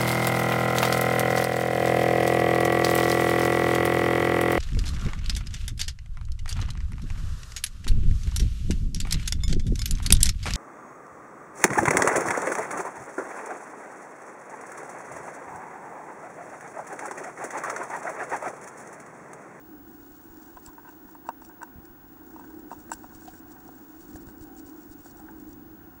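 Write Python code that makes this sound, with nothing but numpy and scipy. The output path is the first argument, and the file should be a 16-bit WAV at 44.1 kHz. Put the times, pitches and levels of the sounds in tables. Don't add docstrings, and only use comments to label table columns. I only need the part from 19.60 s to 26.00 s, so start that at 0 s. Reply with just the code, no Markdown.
import sys
import numpy as np
from scipy import signal
from scipy.fft import rfft, irfft, next_fast_len
from scipy.io import wavfile
from scipy.ndimage import map_coordinates

SR = 44100
rng = np.random.default_rng(int(sys.argv[2]) if len(sys.argv) > 2 else 0)


def log_audio(samples):
    frames = np.atleast_2d(samples).T
    limited = np.clip(frames, -1, 1)
    pcm = np.round(limited * 32767).astype(np.int16)
    wavfile.write(sys.argv[1], SR, pcm)


def gain_from_db(level_db):
    decades = np.asarray(level_db, float) / 20
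    return 10 ** decades


N = 282240

# t/s, level/dB
TRAFFIC = [(0, -49), (.6, -51), (1.5, -51.5), (2.46, -52.5), (2.82, -46), (3.01, -43), (3.2, -49),
           (3.5, -49.5), (4.12, -50.5), (4.63, -47.5), (5.08, -46.5), (5.51, -51), (5.83, -47.5),
           (6.15, -50.5), (6.3, -48.5), (6.4, -60)]
# t/s, level/dB
WIND = [(0, -59.5), (1.32, -62), (1.9, -60), (2.7, -59.5), (3.05, -57), (3.8, -57), (4.15, -61),
        (4.63, -55), (5.08, -60), (5.83, -53.5), (6.4, -54)]
# f/Hz, width/Hz, level/dB
CAVITY_MODES = [(315, 36.8, 9), (251.3, 36, -4.5), (385, 55, -51)]
# f/Hz, width/Hz, level/dB
UPPER_MODES = [(729, 68, 1), (1000, 292, -2), (1479, 172, 0), (1878, 100, -8), (513, 350, -7.5)]
# f/Hz, density/dB per Hz
RUMBLE_SPECTRUM = [(12, -37), (20, -12), (60, -6.5), (162, -11.5), (240, -3.5), (310, -25), (530, -120)]
UPPER_DB, UPPER_FOLLOWS = -58, 0.039

# f/Hz, density/dB per Hz
HISS_SPECTRUM = [(1120, -29), (1900, -1.5), (2110, -4.5), (2840, -5), (3160, -7.5), (5210, -10), (6560, -7),
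                 (8880, -11.5), (9560, -12), (9800, -18.5), (13500, -19)]
SCAN_HZ, SUPPLY_HZ = 15625.4, 9288

# t/s, level/dB
PREENING = [(0, -69.5), (.23, -74), (.4, -67), (.87, -62.5), (1.15, -69.5), (1.6, -76), (2.4, -76),
            (2.8, -64.5), (3.05, -72), (3.4, -62.5), (3.78, -59), (3.84, -72), (4.02, -64), (4.35, -65),
            (4.8, -72), (5.2, -67.5), (5.65, -69.5), (6.4, -75)]
# peak t/s, level/dB, length/s
STROKES = [(0.323, -62.5, 0.11), (.57, -65.5, 0.093), (1.075, -56.5, 0.076), (1.318, -65, 0.14),
           (1.508, -63.5, .12), (1.678, -64, .04), (1.863, -62.5, 0.12), (2.05, -70, .1), (2.26, -69, .12),
           (2.806, -63, .06), (2.996, -66, .06), (3.136, -57, 0.078), (3.206, -58.5, 0.057),
           (3.339, -55, 0.085), (3.56, -56, .05), (3.65, -57, 0.05), (3.923, -57, 0.092), (4.431, -56, .09),
           (4.506, -56.5, .07), (4.56, -55.5, 0.086), (4.62, -57.5, .04), (4.693, -57.5, 0.074),
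           (4.83, -59, .09), (4.992, -55, 0.077), (5.085, -57, 0.07), (5.216, -61.5, .1),
           (5.328, -55, 0.052), (5.471, -55, .12), (5.596, -56.5, 0.067), (5.91, -62, 0.1),
           (5.51, -61, .05), (5.805, -63, .07)]
STROKE_RISE, STROKE_FALL, STROKE_DEPTH_DB, STROKE_ROUNDNESS = 0.61, 0.37, 12, 1.43
# f/Hz, density/dB per Hz
BARB_SPECTRUM = [(1290, -4.5), (2200, -15), (2600, -13), (3940, -8), (4800, -3.5), (5240, -6), (5760, 1),
                 (6330, -2), (6850, 2.5), (9400, -5), (10000, -12.5), (10900, -7), (14500, -30)]
# t/s, peak level/dB, shaft level/dB
FLICKS = [(.8589, -42, -5), (1.062, -25, -9), (1.078, -43, -8), (1.29, -43, -10), (1.31, -44, -11),
          (1.5479, -43, -17), (1.6746, -41, -13), (1.69, -32, -8), (1.8485, -35, -2), (2.018, -44, -12),
          (2.0302, -29.5, -8.5), (2.253, -42.5, -4), (2.7965, -41, -17), (3.19, -43, -14),
          (3.6347, -39, -16), (3.6736, -42, -11), (3.7365, -38, -16), (3.9056, -43, -15),
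          (3.9246, -45, -10), (4.0772, -40.5, -6), (4.1531, -42.5, -10), (4.5604, -34.5, -9),
          (4.6863, -40, -10), (4.8255, -40, -8), (4.8375, -37.5, -12), (5.4576, -39, -14),
          (5.5978, -39, -16), (5.711, -42, -16), (5.9101, -43, -7), (5.93, -41.5, -3)]
# t/s, peak level/dB
DOWN = [(.4753, -49), (.6384, -47), (4.8699, -44), (.841, -50), (.9657, -45), (1.1318, -45), (1.817, -47),
        (2.6653, -45.5), (2.7057, -52), (2.9033, -45), (2.9936, -44.5), (3.1253, -44), (3.2375, -45),
        (3.4342, -47), (3.4631, -45), (3.5454, -47), (3.7914, -42), (4.0025, -43), (4.4289, -46),
        (4.5132, -46), (4.607, -47), (4.6709, -45), (4.7811, -46), (4.9652, -45), (4.9752, -42),
        (4.9882, -43), (5.2979, -49), (5.3254, -44), (5.4157, -47), (5.5703, -43)]
# t/s, peak level/dB
MORE_TICKS = [(1.0555, -42), (1.072, -43), (1.8425, -45), (1.8595, -44), (1.8885, -46), (3.680, -43),
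              (4.4062, -47), (4.480, -48), (4.570, -45), (4.6127, -46), (4.6312, -46), (4.7085, -48),
              (4.7225, -50), (4.8073, -48), (5.142, -52), (5.2184, -49), (5.2578, -48), (5.4458, -45),
              (5.474, -46), (5.4992, -48), (5.516, -47), (5.620, -49), (5.7841, -49), (5.803, -50),
              (5.820, -49), (5.8918, -48)]
# t/s, peak level/dB, t60/s, rise/s, shaft level/dB
RIP = [
    (3.3005, -39, .014, .001, -10),
    (3.3158, -17.5, 0.014, 0.00046, -14),
    (3.3235, -30, .03, .002, -12),
    (3.3305, -31, 0.015, .002, -13),
    (3.3345, -23.5, .02, 0.002, -13),
    (3.338, -34, .012, .001, -9),
]
# f/Hz, width/Hz, level/dB
TIP_MODES = [(7180, 450, -6), (7850, 450, -1), (9520, 400, -11), (10700, 800, -11)]
# f/Hz, width/Hz, level/dB
SHAFT_MODES = [(5840, 340, 2), (4600, 420, -5), (3730, 240, -9), (2730, 240, -8)]
FLICK_T60_S, FLICK_RISE_S = 0.013, 0.0014
TICK_T60_S, TICK_RISE_S, TICK_GAIN_DB, TICK_SHAFT_DB = .006, .0005, 5.5, -9

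# t/s, peak level/dB, f/Hz
PUSHES = [(0.511, -48, 55), (0.701, -48, 50), (.95, -46, 55), (1.079, -41.5, 85), (1.45, -53, 60),
          (2.158, -39, 110), (2.172, -46, 115), (2.184, -37.5, 115), (2.3, -45, 55), (3.35, -45, 60),
          (3.45, -50, 45), (3.551, -47, 45), (3.716, -49, 60), (4.548, -36, 105), (4.673, -38.5, 100),
          (4.813, -39, 75), (4.976, -51, 50), (5.052, -44, 85), (5.298, -42.5, 60), (5.4, -55, 45),
          (5.566, -50, 60), (5.886, -48, 55), (5.981, -50, 100)]
# t/s, jolt level/dB, jolt f/Hz, ring level/dB
SNAPS = [
    (3.2948, -32, 800, -50),
    (3.7368, -38, 330, -45),
    (4.5578, -33, 270, -43),
    (4.6868, -42, 330, -49),
]
SNAP_HZ, SNAP_T60_S = 1680, .016

# t/s, length/s, panel f/Hz, rms level/dB, scratch level/dB
SCRAPES = [(0.961, 0.039, 1000, -52, -71), (1.073, 0.029, 1000, -50, -71), (1.246, 0.067, 950, -54, -73),
           (1.65, 0.04, 957, -53, -83), (2.789, 0.05, 945, -54, -79), (3.105, 0.057, 1530, -60, -82),
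           (3.326, 0.016, 1610, -55, -52), (3.674, 0.028, 760, -43.5, -57), (1.265, .04, 1500, -55, -80),
           (1.279, .022, 2730, -65, -80), (4.844, 0.17, 763, -54.5, -84), (5.041, 0.19, 1000, -65, -84),
           (5.551, 0.098, 803, -55.5, -82), (5.668, 0.059, 870, -51.5, -80), (5.68, 0.032, 1520, -56, -77)]

# t/s, peak level/dB, lower panel level/dB, upper panel level/dB, click level/dB
TAPS = [(.97, -34.5, -17, -14, 0), (1.181, -30.5, -31, -18, -6), (1.551, -34, -25, -20, 0),
        (1.666, -39, -21, -8, 0), (1.689, -13.5, -23, -25, 1), (1.702, -30, -31, -20, -14),
        (1.819, -35, -22, -13.5, 4), (2.013, -35.5, -25, -20, -5), (2.017, -34, -22, -6, 0),
        (2.0286, -26, -23, -22, -8), (2.0307, -30, -26, -8, 5), (2.075, -40.5, -31, -17, 0),
        (2.569, -42, -23, -27, 0), (2.762, -32, -29, -32, 0), (2.795, -31.5, -31, -30, 0),
        (2.809, -37.5, -23, -14, 0), (2.84, -39, -21, -9, 0), (3.106, -48.5, -22, 2, 0),
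        (3.115, -24.5, -17, -32, 0), (3.129, -29, -27, -32, 0), (3.294, -44, -12.5, -12, 0),
        (3.3147, -36, -23, -11, -5), (3.317, -18.5, -24, -13, 6), (3.332, -44, -11, 0, 14),
        (3.442, -32.5, -15, -19, 0), (3.737, -50, -20, -1.5, 0), (4.089, -44, -4, -14, 0),
        (4.557, -48, -6, -7, 0), (4.686, -44, -18, -6.5, 0), (5.458, -45, -8, -9, 0),
        (5.595, -53, -2, -10, 0), (5.685, -41.5, -18, -3, 0)]
# t/s, peak level/dB
TOES = [(1.071, -44), (1.132, -47), (1.248, -42), (1.269, -41), (1.289, -40.5), (1.488, -42.5),
        (1.651, -44), (1.895, -42), (1.911, -43), (2.618, -45.5), (2.904, -44), (3.434, -44), (3.522, -42),
        (3.619, -44), (3.966, -43.5), (1.085, -43), (1.103, -45), (1.195, -42), (1.325, -44), (3.675, -45),
        (3.68, -45), (1.23, -46), (1.255, -43), (1.278, -44), (1.297, -44), (3.505, -46)]
# f/Hz, level/dB, t60/s
PANEL_MODES = [(264, -5.5, 0.06), (500, -5, 0.04), (755, 0, 0.05), (815, 4.5, 0.03), (930, 1.5, 0.031),
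               (1000, -14, .03), (1152, -14, 0.045), (1540, -4, 0.039), (1720, -14.5, 0.04),
               (2725, -23, 0.028), (3720, -32, .022), (4550, -27, .014), (5700, -27, 0.018),
               (7950, -25, .013)]
TOE_LOWER_DB, TOE_UPPER_DB, TOE_CLICK_DB = -23, -13, -1
RING_SHARE, DAMPING_PER_DB = 0.82, .005
CONTACT_S = .0007


def unit(x):
    return x / np.sqrt(np.mean(x ** 2) + 1e-20)


def curves(rows):
    s, *cols = np.transpose(rows)
    return [np.interp(np.arange(N) / SR, s, c) for c in cols]


def wobble(rate_hz):
    knots = rng.standard_normal(int(N * rate_hz / SR) + 4)
    return map_coordinates(knots, [np.arange(N) * rate_hz / SR])


def filtered(x, response):
    m = next_fast_len(len(x) + 8192)
    return irfft(rfft(x, m) * response(np.fft.rfftfreq(m, 1 / SR)), m)[:len(x)]


def coloured(points):
    f, db = np.transpose(points)
    return lambda hz: gain_from_db(np.interp(np.log(hz + 1), np.log(f + 1), db))


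def resonant(peaks):
    def response(f):
        total = 0
        for k, (centre, width, db) in enumerate(peaks):
            damping = 1j * f * width
            total = total + (-1) ** k * gain_from_db(db) * damping / (centre * centre - f * f + damping)
        return total
    return response


def noise(response):
    return unit(filtered(rng.standard_normal(N), response))


def outdoors():
    cavity_db, = curves(TRAFFIC)
    wind_db, = curves(WIND)
    upper_db = UPPER_DB + UPPER_FOLLOWS * (cavity_db - cavity_db.mean())
    cavity_colour = lambda f: resonant(CAVITY_MODES)(f) / (1 + (f / 450) ** 4)
    upper_colour = lambda f: resonant(UPPER_MODES)(f) / (1 + (f / 2000) ** 8)
    cavity = gain_from_db(cavity_db + 0.48 * wobble(3.48)) * noise(cavity_colour)
    upper = gain_from_db(upper_db + 0.78 * wobble(5)) * noise(upper_colour)
    rumble = gain_from_db(wind_db + 2.5 + 1.3 * wobble(6)) * noise(coloured(RUMBLE_SPECTRUM))
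    return cavity + upper + rumble


def camera():
    t = np.arange(N) / SR
    scan = gain_from_db(-50.5) * np.sin(2 * np.pi * SCAN_HZ * t)
    supply = gain_from_db(-77 + 1.5 * wobble(27)) * np.sin(2 * np.pi * SUPPLY_HZ * t + .9 * wobble(30))
    hiss = gain_from_db(-70) * noise(lambda f: coloured(HISS_SPECTRUM)(f) / (1 + (f / 14300) ** 40))
    skirt = gain_from_db(-88) * noise(lambda f: resonant([(15350, 500, 0)])(f) ** 3)
    return scan + supply + hiss + skirt


def combing():
    t = np.arange(N) / SR
    power = gain_from_db(curves(PREENING)[0]) ** 2
    for s, db, length_s in STROKES:
        away = np.maximum((s - t) / STROKE_RISE, (t - s) / STROKE_FALL) / max(length_s, .01)
        power = power + gain_from_db(db - STROKE_DEPTH_DB * away ** STROKE_ROUNDNESS) ** 2
    return np.sqrt(power)


def feathers():
    caught = rng.random(N) < 600 / SR
    strength = gain_from_db(np.minimum(5 * rng.exponential(size=N), 11))
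    catches = caught * strength * np.sign(rng.standard_normal(N))
    grains = unit(catches) * 0.87 + rng.standard_normal(N)
    clumps = gain_from_db(1.1 * wobble(60) + 2.54 * wobble(220))
    rustle = gain_from_db(-2.7) * combing() * unit(filtered(unit(grains * clumps), coloured(BARB_SPECTRUM)))

    flicks = [(s, db, FLICK_T60_S, FLICK_RISE_S, shaft_db) for s, db, shaft_db in FLICKS]
    ticks = [(s, db + TICK_GAIN_DB, TICK_T60_S, TICK_RISE_S, TICK_SHAFT_DB)
             for s, db in list(DOWN) + list(MORE_TICKS)]
    gate = np.zeros((2, N + SR))
    t = np.arange(SR // 5) / SR - .02
    for s, db, t60_s, rise_s, shaft_db in flicks + ticks + list(RIP):
        loading = np.exp(t / max(rise_s, .0001))
        release = gain_from_db(-60 * t / max(t60_s, .005))
        burst = np.where(t < 0, loading, release)
        gate[:, round((s - .019) * SR):][:, :len(t)] += gain_from_db([[db - 4], [db + shaft_db]]) * burst
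    tips, shaft = gate[:, :N] * np.sign(rng.standard_normal((2, N)))
    tip_colour = lambda f: resonant(TIP_MODES)(f) / (1 + (f / 12500) ** 8)
    return rustle + 2.0 * filtered(tips, tip_colour) + 1.5 * filtered(shaft, resonant(SHAFT_MODES))


def jolt(u):
    return u * (1 - u / 1.8) * np.exp(-u)


def pushes():
    out, t = np.zeros(N + SR), np.arange(SR // 5) / SR
    for s, db, hz in PUSHES:
        out[round(s * SR):][:len(t)] -= gain_from_db(db + 14.5) * jolt(t * hz * 5)
    for s, db, hz, ring_db in SNAPS:
        ring = gain_from_db(ring_db - 60 * t / SNAP_T60_S) * np.sin(2 * np.pi * SNAP_HZ * t)
        out[round(s * SR):][:len(t)] += gain_from_db(db + 13) * jolt(t * hz * 5) + ring
    return filtered(out[:N], lambda f: 1 / (1 + (f / 2300) ** 6))


def scrapes():
    out, t = np.zeros(N + SR), np.arange(SR // 5) / SR
    for s, length_s, hz, db, scratch_db in SCRAPES:
        rough = rng.standard_normal(len(t))
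        stroke = np.sin(np.pi * np.clip(t / length_s, 0, 1) ** 0.67)
        panel = unit(filtered(rough, lambda f: resonant([(hz, hz / 12, 0)])(f) ** 2))
        scratch = unit(filtered(rough ** 3, lambda f: resonant([(3200, 3000, 0)])(f) ** 2))
        out[round(s * SR):][:len(t)] += stroke * (gain_from_db(db) * panel + gain_from_db(scratch_db) * scratch)
    return out[:N]


def taps():
    out, t = np.zeros(N + SR), np.arange(SR // 8) / SR
    toes = [(s, db + 1, TOE_LOWER_DB, TOE_UPPER_DB, TOE_CLICK_DB) for s, db in TOES]
    push = (1 - np.exp(-t / CONTACT_S)) ** 2
    for s, db, lower_db, upper_db, click_db in list(TAPS) + toes:
        ring_share = max(RING_SHARE - DAMPING_PER_DB * (db + 32), .2)
        ring = np.zeros(len(t))
        for hz, level_db, t60_s in PANEL_MODES:
            spread, detune = rng.standard_normal(2)
            if hz < 850:
                panel_db = lower_db + 9.5
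            elif 1300 < hz < 2000:
                panel_db = upper_db + 12
            else:
                panel_db = click_db if hz > 2000 else 0
            decay_db = 60 * t / (t60_s * ring_share)
            tone = np.sin(2 * np.pi * hz * (1 + .005 * detune) * t)
            ring += gain_from_db(level_db + panel_db + 1.1 * spread - decay_db) * tone
        out[round(s * SR):][:len(t)] += gain_from_db(db - .6) * ring * push
    return out[:N]


def scene():
    return (outdoors() + taps() + scrapes() + feathers() + pushes() + camera())[None]


def band_limit(x):
    return signal.sosfilt(signal.butter(12, 16830, fs=SR, output="sos"), x)


def record(dry):
    mix = filtered(dry[0], lambda f: np.where(f < 15750, 1, gain_from_db(-60)))[None]
    return band_limit(mix)


dry = scene()
out = record(dry)
log_audio(out)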